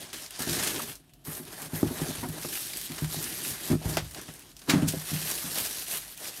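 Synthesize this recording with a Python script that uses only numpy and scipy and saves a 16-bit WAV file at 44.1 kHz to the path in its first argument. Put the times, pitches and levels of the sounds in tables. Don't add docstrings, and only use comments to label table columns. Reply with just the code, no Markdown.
import sys
import numpy as np
from scipy import signal
from scipy.fft import rfft, irfft
from scipy.io import wavfile
from scipy.ndimage import uniform_filter1d

SR = 44100
rng = np.random.default_rng(int(sys.argv[2]) if len(sys.argv) > 2 else 0)


def unload_audio(sound):
    columns = np.transpose(np.atleast_2d(sound))
    steps = np.round(np.clip(columns, -1, 1) * 32767)
    wavfile.write(sys.argv[1], SR, steps.astype(np.int16))


N = 282240
T = np.arange(N) / SR

BAND_EDGES_HZ = [60, 200, 450, 900, 1500, 2300, 3500, 5200, 7500, 10500, 14000, 18000]


def undb(db):
    return 10 ** (np.asarray(db) / 20)


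def unit(x):
    return x / np.sqrt(np.mean(x ** 2))


def band(x, lo_hz, hi_hz, order=2):
    sos = signal.butter(order, [lo_hz, min(hi_hz, .48 * SR)], "band", fs=SR, output="sos")
    return signal.sosfilt(sos, x + 1e-18)


def colour(x, points):
    hz, db = np.transpose(points)
    f = np.maximum(np.fft.rfftfreq(len(x), 1 / SR), 1)
    gain = undb(np.interp(np.log(f), np.log(hz), db))
    return irfft(rfft(x) * gain * np.minimum(f / hz[0], 1) ** 2, len(x))


def add(out, s, sound):
    i = max(int(s * SR), 0)
    out[i:i + len(sound)] += sound[:N - i]


def strokes():
    # start, length and swell in seconds, level in dB, then the flexing of broad panels
    # and the fizz of fine creases in dB relative to that level.
    pulls = [(-0.01, 0.032, 0.00041, -44.5, -9, -8), (0.044, 0.069, 0.017, -51, -5.5, -17),
             (0.126, 0.12, 0.0055, -44, -8.5, -7.5), (0.284, 0.097, 0.071, -44, -8.5, -14),
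             (0.389, 0.046, 0.0048, -36.5, -6.5, -4), (0.445, 0.23, 0.05, -34, -7.5, -6.5),
             (0.62, 0.21, 0.012, -39, -6.5, -3.5), (0.824, 0.076, 0.085, -42, -6.5, -1),
             (1.237, 0.15, 0.039, -48.5, -2, 6), (1.395, 0.27, 0.11, -49, -3.5, -2),
             (1.574, 0.075, 0.039, -48, 0.5, -1), (1.683, 0.41, 0.066, -46, 0, -0.5),
             (1.738, 0.043, 0.017, -48, 0, 7.5), (1.949, 0.24, 0.033, -42.5, -4.5, -3.5),
             (2.18, 0.27, 0.014, -49, -5, 0.5), (2.335, 0.045, 0.018, -48.5, 0.5, -9),
             (2.376, 0.18, 0.049, -42, -10.5, -2), (2.514, 0.12, 0.015, -40.5, -16, -0.5),
             (2.53, 0.033, 0.02, -44, -19, 2), (2.611, 0.25, 0.045, -41.5, -15, -2.5),
             (2.867, 0.18, 0.042, -45.5, -5.5, -2), (3.046, 0.5, 0.079, -40, -10.5, -1),
             (3.389, 0.11, 0.076, -40.5, -10.5, 1), (3.537, 0.18, 0.11, -40, -7.5, -2.5),
             (3.75, 0.065, 0.024, -53, -9, -4), (3.8, 0.14, 0.093, -39.5, -2.5, -3.5),
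             (4.007, 0.35, 0.013, -51, -8.5, -4), (4.147, 0.052, 0.024, -47.5, -2.5, -15),
             (4.362, 0.14, 0.018, -55.5, -8, -8), (4.51, 0.17, 0.13, -55, -7, -4),
             (4.667, 0.19, 0.016, -46, 2, -6), (4.87, 0.15, 0.0062, -44, -7, -1),
             (5.012, 0.65, 0.084, -38.5, -10, -0.5), (5.255, 0.041, 0.044, -36.5, -6.5, 2),
             (5.502, 0.11, 0.077, -36.5, -9, 1), (5.63, 0.2, 0.025, -41, -11, -2),
             (5.849, 0.11, 0.065, -36.5, -9, 1), (5.94, 0.19, 0.092, -48, -10, -1),
             (6.147, 0.13, 0.13, -38.5, -8, -3), (6.306, 0.11, 0.035, -45.5, -10.5, -2.5)]
    easing_db_per_s, release_s = 3.5, 0.032
    power = np.full((3, N), undb(-74) ** 2)
    t = T[:SR]
    for s, length_s, swell_s, db, flex_db, fizz_db in pulls:
        release = np.exp(-np.maximum(t - length_s, 0) / release_s)
        envelope = np.minimum(t / swell_s, 1) * undb(db - easing_db_per_s * t) * release
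        for part, part_db in zip(power, (flex_db, 0, fizz_db)):
            add(part, s, (envelope * undb(part_db)) ** 2)
    return np.sqrt(power)


def buckles(per_s, spread_db, colour_db, bunch_db):
    bunching = unit(uniform_filter1d(rng.standard_normal(N), SR // 110))
    at = np.flatnonzero(rng.random(N) < per_s / SR)
    size_db = spread_db * np.minimum(rng.exponential(size=N)[at], 5.5) + bunch_db * bunching[at]
    chance, out = rng.standard_normal(N), 0
    for lo, hi in zip(BAND_EDGES_HZ, BAND_EDGES_HZ[1:]):
        polarity = np.sign(chance[at - hi - 1])
        clicks = np.zeros(N)
        clicks[at] = polarity * undb(size_db + colour_db * chance[at - lo].clip(-2, 2))
        out = out + band(clicks, lo, hi)
    return out


def bending(x, depth_db, hold_s, span_hz):
    hz, s, bins = signal.stft(x, SR, nperseg=256)
    drift = rng.standard_normal(bins.shape)
    for axis, size in enumerate((span_hz / hz[1], hold_s / s[1])):
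        for _ in range(2):
            drift = uniform_filter1d(drift, max(int(size), 1), axis=axis)
    gain = unit(undb(depth_db * unit(drift)))
    return signal.istft(bins * gain, SR)[1][:N]


def snaps(rows, fade_s, width, broad_db, facet_db):
    out, t = np.zeros(N), T[:SR // 30]
    for s, db, hz in rows:
        burst = rng.standard_normal(len(t)) * np.exp(-t / fade_s)
        snap = band(burst, hz / (1 + width), hz * (1 + width), order=1)
        snap += undb(broad_db) * band(burst, 2000, 12000)
        snap += undb(facet_db) * band(burst, hz - 200, hz + 200, order=1)
        add(out, s, undb(db) * snap / np.abs(snap).max())
    return out


def crinkles(strength, per_s, above_db, spread_db, lo_hz=2200, hi_hz=11000):
    when, size, pitch = rng.random((int(per_s * N / SR), 3)).T
    stroke_db = 20 * np.log10(strength[(when * N).astype(int)])
    db = stroke_db + above_db + spread_db * np.minimum(-np.log(1 - size), 2)
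    rows = zip(when * N / SR, db, lo_hz + (hi_hz - lo_hz) * pitch)
    return snaps(rows, fade_s=0.0014, width=0.45, broad_db=-9, facet_db=4)


def rustle():
    # frequency in Hz, relative level in dB.
    spectrum = [(55, -5), (160, 14), (210, 7.5), (345, 11), (490, -1.5), (630, 1), (950, -4), (1300, -5.5),
                (1700, -1.5), (2200, -8), (3100, -6), (7400, -5.5), (9000, 6.5), (12300, 12), (13900, 6.5),
                (15500, -19)]
    # time in seconds, gain in dB.
    coupling = [(0, 2.5), (.3, -9), (.5, 4), (.9, 2.5), (1.3, 2.5), (2.1, 0.5), (2.7, 3), (3.4, 3.5),
                (4.3, 2), (4.75, 2), (5.2, -2.5), (5.7, -5), (6.4, -8.5)]
    flex, crease, fizz = strokes()
    drumming = undb(np.interp(T, *np.transpose(coupling)))
    clicks = unit(buckles(per_s=5000, spread_db=2.3, colour_db=1.0, bunch_db=1.4))
    paper = colour(clicks + undb(-8) * rng.standard_normal(N), spectrum)
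    lows, below_mid, below_top = (
        signal.sosfiltfilt(signal.butter(3, hz, fs=SR, output="sos"), paper) for hz in (450, 1900, 7500))
    parts = (lows, below_mid - lows, below_top - below_mid, paper - below_top)
    out = 0
    for part, gain in zip(parts, (flex * drumming, flex, crease, fizz)):
        running_rms = np.sqrt(uniform_filter1d(part ** 2, SR // 14) + 1e-18)
        out = out + gain * part / running_rms
    sheet = bending(out, depth_db=2.1, hold_s=0.035, span_hz=380)
    return sheet + crinkles(np.hypot(crease, fizz), per_s=40, above_db=8.5, spread_db=1.8)


def room_air():
    # frequency in Hz, relative level in dB.
    spectrum = [(18, -30), (30, 4), (48, 20), (70, 3), (158, 11), (205, -2), (281, 8.5), (426, -16),
                (716, -1), (1060, -48), (2920, -10), (5030, -20), (15000, -54)]
    return undb(-60) * unit(colour(rng.standard_normal(N), spectrum))


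def fold_snaps():
    # start in seconds, peak level in dB, ring frequency in Hz.
    folds = [(0.1303, -34, 2770), (0.143, -27, 3400), (0.262, -30, 5170), (0.307, -28, 9000),
             (0.3075, -30.5, 2850), (0.4216, -19, 11400), (0.4513, -30, 6500), (0.4782, -26, 6500),
             (0.4952, -15, 4290), (0.512, -26, 8700), (0.635, -19.5, 8950), (0.6713, -15, 8900),
             (0.7606, -22, 3000), (0.8196, -19.5, 9270), (0.9544, -30, 7140), (1.0944, -49, 2950),
             (1.1355, -41.5, 3150), (1.137, -42, 12000), (1.2507, -31, 11100), (1.351, -25.5, 11100),
             (1.452, -32, 8700), (1.6185, -23.5, 10500), (1.626, -28, 2280), (1.749, -35, 10700),
             (2.2875, -22.5, 11300), (2.325, -33, 11000), (2.415, -28, 8950), (2.5228, -34, 11600),
             (2.7373, -38, 4210), (2.7718, -18.5, 9300), (2.8134, -23, 12600), (2.8369, -27, 10200),
             (2.919, -27.5, 2670), (3.0449, -24, 1810), (3.2267, -22, 8640), (3.2409, -22, 6000),
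             (3.444, -29, 9900), (3.4869, -24, 9200), (3.9458, -28, 1700), (4.1105, -31, 9650),
             (4.1455, -39, 5450), (4.2145, -29, 9300), (4.338, -34, 8600), (4.394, -34, 12000),
             (4.516, -41, 4480), (4.5666, -31, 5560), (4.592, -35, 6500), (4.6175, -36, 3700),
             (4.9226, -24, 7900), (5.0718, -26, 10100), (5.2613, -26, 5300), (5.3015, -23, 11000),
             (5.3125, -17, 7000), (5.3535, -20, 9100), (5.5457, -22, 9600), (5.584, -15, 9700),
             (5.602, -21, 11300), (5.6515, -24, 8500), (5.6614, -18, 12000), (5.7323, -36, 5600),
             (5.8789, -31, 8700), (5.9707, -23, 9050), (6.1759, -25, 11400)]
    return snaps(folds, fade_s=0.0024, width=0.5, broad_db=-7, facet_db=2)


def flaps():
    # time of the crest in seconds, level in dB, swell and fade in seconds,
    # lower and upper cutoff in Hz.
    whips = [(0.131, -34, 0.00095, 0.012, 300, 9000), (0.394, -38, 0.0012, 0.0082, 305, 10900),
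             (0.59, -29.5, 0.004, 0.025, 700, 5000), (0.637, -35, 0.0044, 0.006, 800, 6000),
             (0.676, -28, .004, 0.0046, 1300, 10200), (0.804, -39, 0.004, 0.0059, 500, 2500),
             (2.983, -33, 0.0032, 0.0089, 700, 5000), (3.723, -36.5, 0.032, 0.012, 500, 1840),
             (3.9706, -26, 0.00032, 0.018, 450, 3600), (4.147, -33.5, 0.00055, 0.0031, 400, 8900),
             (4.287, -41.5, 0.0051, 0.011, 200, 2220), (4.699, -17.5, 0.0043, 0.012, 980, 4800),
             (4.745, -30, 0.047, 0.013, 400, 1590), (4.781, -37.5, 0.012, 0.021, 450, 1600),
             (4.886, -23.5, 0.0057, 0.0092, 3000, 12300)]
    out, t = np.zeros(N), T[:SR // 3] - .04
    for s, db, swell_s, fade_s, lo_hz, hi_hz in whips:
        grit = rng.standard_normal(len(t)) * undb(2 * rng.standard_normal(len(t)))
        envelope = np.exp(np.minimum(t / swell_s, -t / fade_s))
        add(out, s + t[0], undb(db) * envelope * unit(band(grit, lo_hz, hi_hz, order=1)))
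    return out


def impacts(blows, modes, reach_oct, scuff_db, scuff_s, contact_s, lag_rad, detune_oct):
    out, t = np.zeros(N), T[:SR // 2]
    hz, mode_db, t60 = np.transpose(modes)[:, :, None]
    phase = lag_rad * np.arange(len(modes))[:, None]
    for s, db, centre_hz, ring in blows:
        gain = undb(mode_db) / (1 + (np.log2(hz / centre_hz) / reach_oct) ** 2)
        bent_hz = hz * 2 ** (detune_oct * (hz > 175) * rng.standard_normal(hz.shape))
        decay = np.exp(-np.log(1000) * t / (t60 * ring))
        onset = 1 - np.exp(-t / (contact_s * ring ** 2))
        body = (gain * np.sin(2 * np.pi * bent_hz * t - phase) * decay).sum(axis=0) * onset
        rubbing = unit(band(rng.standard_normal(len(t)), centre_hz * 0.5, centre_hz * 0.92))
        scuff = undb(scuff_db) * rubbing * np.exp(-t / (scuff_s * ring))
        add(out, s, undb(db) * (body / np.abs(body).max() + scuff))
    return out


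def box_bumps():
    # start in seconds, level in dB, centre frequency in Hz, factor on the ring time.
    blows = [(0.403, -27, 257, 0.62), (0.472, -24.5, 310, 0.47), (1.28, -27.5, 197, 0.73),
             (1.399, -32.5, 288, 0.92), (1.733, -21.5, 192, 0.62), (1.830, -9.5, 350, 0.48),
             (1.840, -14, 217, 0.59), (1.866, -25, 115, 0.45), (1.908, -23, 300, 0.69),
             (2.017, -18.5, 210, 0.46), (2.088, -24, 242, 0.72), (2.18, -33.5, 110, 0.92),
             (2.229, -26.5, 273, 1.08), (2.252, -35.5, 298, 1.3), (2.288, -26.5, 142, 0.75),
             (2.449, -28.5, 376, 0.75), (2.9, -30.5, 257, 0.94), (3.021, -20.5, 156, 0.67),
             (3.035, -24.5, 156, 0.74), (3.145, -30, 640, 0.31), (3.165, -29.5, 167, 0.83),
             (3.701, -18, 252, 1), (3.714, -14.5, 332, 0.39), (3.722, -15, 220, 0.8),
             (3.732, -11.5, 255, 0.65), (3.753, -21, 209, 0.33), (3.816, -32, 546, 0.38),
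             (3.856, -18, 92, 0.56), (3.88, -29, 148, 1.5), (3.9697, -19.5, 600, 0.57),
             (3.975, -22, 218, 0.51), (4.022, -29.5, 82, 0.71), (4.287, -32.5, 192, 0.47)]
    # mode frequency in Hz, relative level in dB, t60 in seconds at a ring factor of 1.
    modes = [(59, 1, 0.76), (79, -1, 0.55), (105.8, 8.5, 0.24), (155, 10.5, 0.3), (227, 1.5, 0.11),
             (255, 10.5, 0.11), (292, -4.5, 0.27), (351.4, 4, 0.19), (470, -21, 0.13), (630, 3.5, 0.076),
             (670, -3, 0.086), (840, 3, 0.098), (1250, 5, 0.052)]
    return impacts(blows, modes, reach_oct=0.65, scuff_db=-23, scuff_s=0.035,
                   contact_s=0.0049, lag_rad=0.49, detune_oct=0.035)


def squeaks(rough, grit_db, overtone_db=-10):
    # start in seconds, level in dB, length in seconds, first and last slip rate in Hz.
    rubs = [(0.791, -35.5, 0.0166, 1340, 1000), (2.224, -37, 0.032, 997, 896),
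            (2.24, -41.5, 0.035, 809, 657), (2.445, -33, 0.01, 620, 387)]
    out, t = np.zeros(N), T[:SR // 20]
    for s, db, length_s, first_hz, last_hz in rubs:
        along = np.minimum(t / length_s, 1)
        wobble, grip = unit(uniform_filter1d(rng.standard_normal((2, len(t))), SR // 900))
        slip_hz = (first_hz + (last_hz - first_hz) * along) * (1 + rough * wobble)
        phase = 2 * np.pi * np.cumsum(slip_hz) / SR
        slips = (np.sin(phase) + undb(overtone_db) * np.sin(2 * phase)) * unit(undb(3.0 * grip))
        grit = undb(grit_db) * unit(band(rng.standard_normal(len(t)), first_hz * 0.17, first_hz * 1.8))
        add(out, s, undb(db) * np.sin(np.pi * along) * (slips + grit))
    return out


def edge_cracks():
    # start in seconds, peak level in dB, ring frequency in Hz.
    strikes = [(1.8302, -26, 600), (3.1445, -28, 900), (3.9702, -13.5, 2800), (3.9711, -14.5, 1200),
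               (3.9725, -19, 480)]
    return snaps(strikes, fade_s=.0009, width=.7, broad_db=-17, facet_db=-6)


def desk_thumps():
    # start in seconds, level in dB, centre frequency in Hz, factor on the ring time.
    landings = [(4.686, -19.5, 344, 1.2), (4.736, -11, 260, 1.12), (4.762, -22, 178, 0.7),
                (4.779, -18.5, 242, 0.89), (4.823, -18, 280, 1.12), (4.83, -18, 139, 0.65),
                (4.858, -26.5, 227, 1.4), (4.873, -22.5, 140, 0.84), (4.937, -21, 420, 0.63),
                (4.968, -26.5, 167, 0.68), (5.117, -27, 217, 0.41), (5.13, -24, 187, 1.01),
                (5.232, -38, 160, 0.88), (5.442, -32, 227, 1.2)]
    # mode frequency in Hz, relative level in dB, t60 in seconds at a ring factor of 1.
    modes = [(100, 6, 0.24), (155.2, 9, 0.28), (186, 5, 0.17), (248, 11, 0.057), (283.7, 4, 0.14),
             (366, -5.5, 0.12), (518, 0, 0.085), (643, 1.5, 0.11)]
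    return impacts(landings, modes, reach_oct=0.45, scuff_db=-23, scuff_s=0.03,
                   contact_s=0.0045, lag_rad=0.4, detune_oct=0.02)


def tail(power, fade_s):
    keep = np.exp(-2 / (fade_s * SR))
    return signal.lfilter([1 - keep], [1, -keep], power)


def room(x, wet_db, t60, near_db, near_s=0.017):
    out, hiss = x, rng.standard_normal(N)
    for lo, hi in zip(BAND_EDGES_HZ, BAND_EDGES_HZ[1:]):
        power = band(x, lo, hi) ** 2
        scatter = undb(near_db) ** 2 * tail(power, near_s)
        walls = undb(wet_db) ** 2 * tail(power, t60 / np.log(1000))
        out = out + np.sqrt(scatter + walls) * unit(band(np.roll(hiss, lo), lo, hi))
    return out / np.sqrt(1 + undb(near_db) ** 2 + undb(wet_db) ** 2)


def scene():
    paper = room(fold_snaps() + rustle() + flaps(), wet_db=-14, t60=0.07, near_db=-4)
    contacts = edge_cracks() + box_bumps() + desk_thumps() + squeaks(rough=0.09, grit_db=-5)
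    box_and_desk = room(contacts, wet_db=-27, t60=0.2, near_db=-19)
    return np.tile(paper + box_and_desk + room_air(), (2, 1))


def record(dry):
    lean = signal.sosfilt(signal.butter(5, 42, "high", fs=SR, output="sos"), dry)
    return signal.sosfilt(signal.ellip(8, .2, 70, 15600, fs=SR, output="sos"), lean)


dry = scene()
out = record(dry)
unload_audio(out)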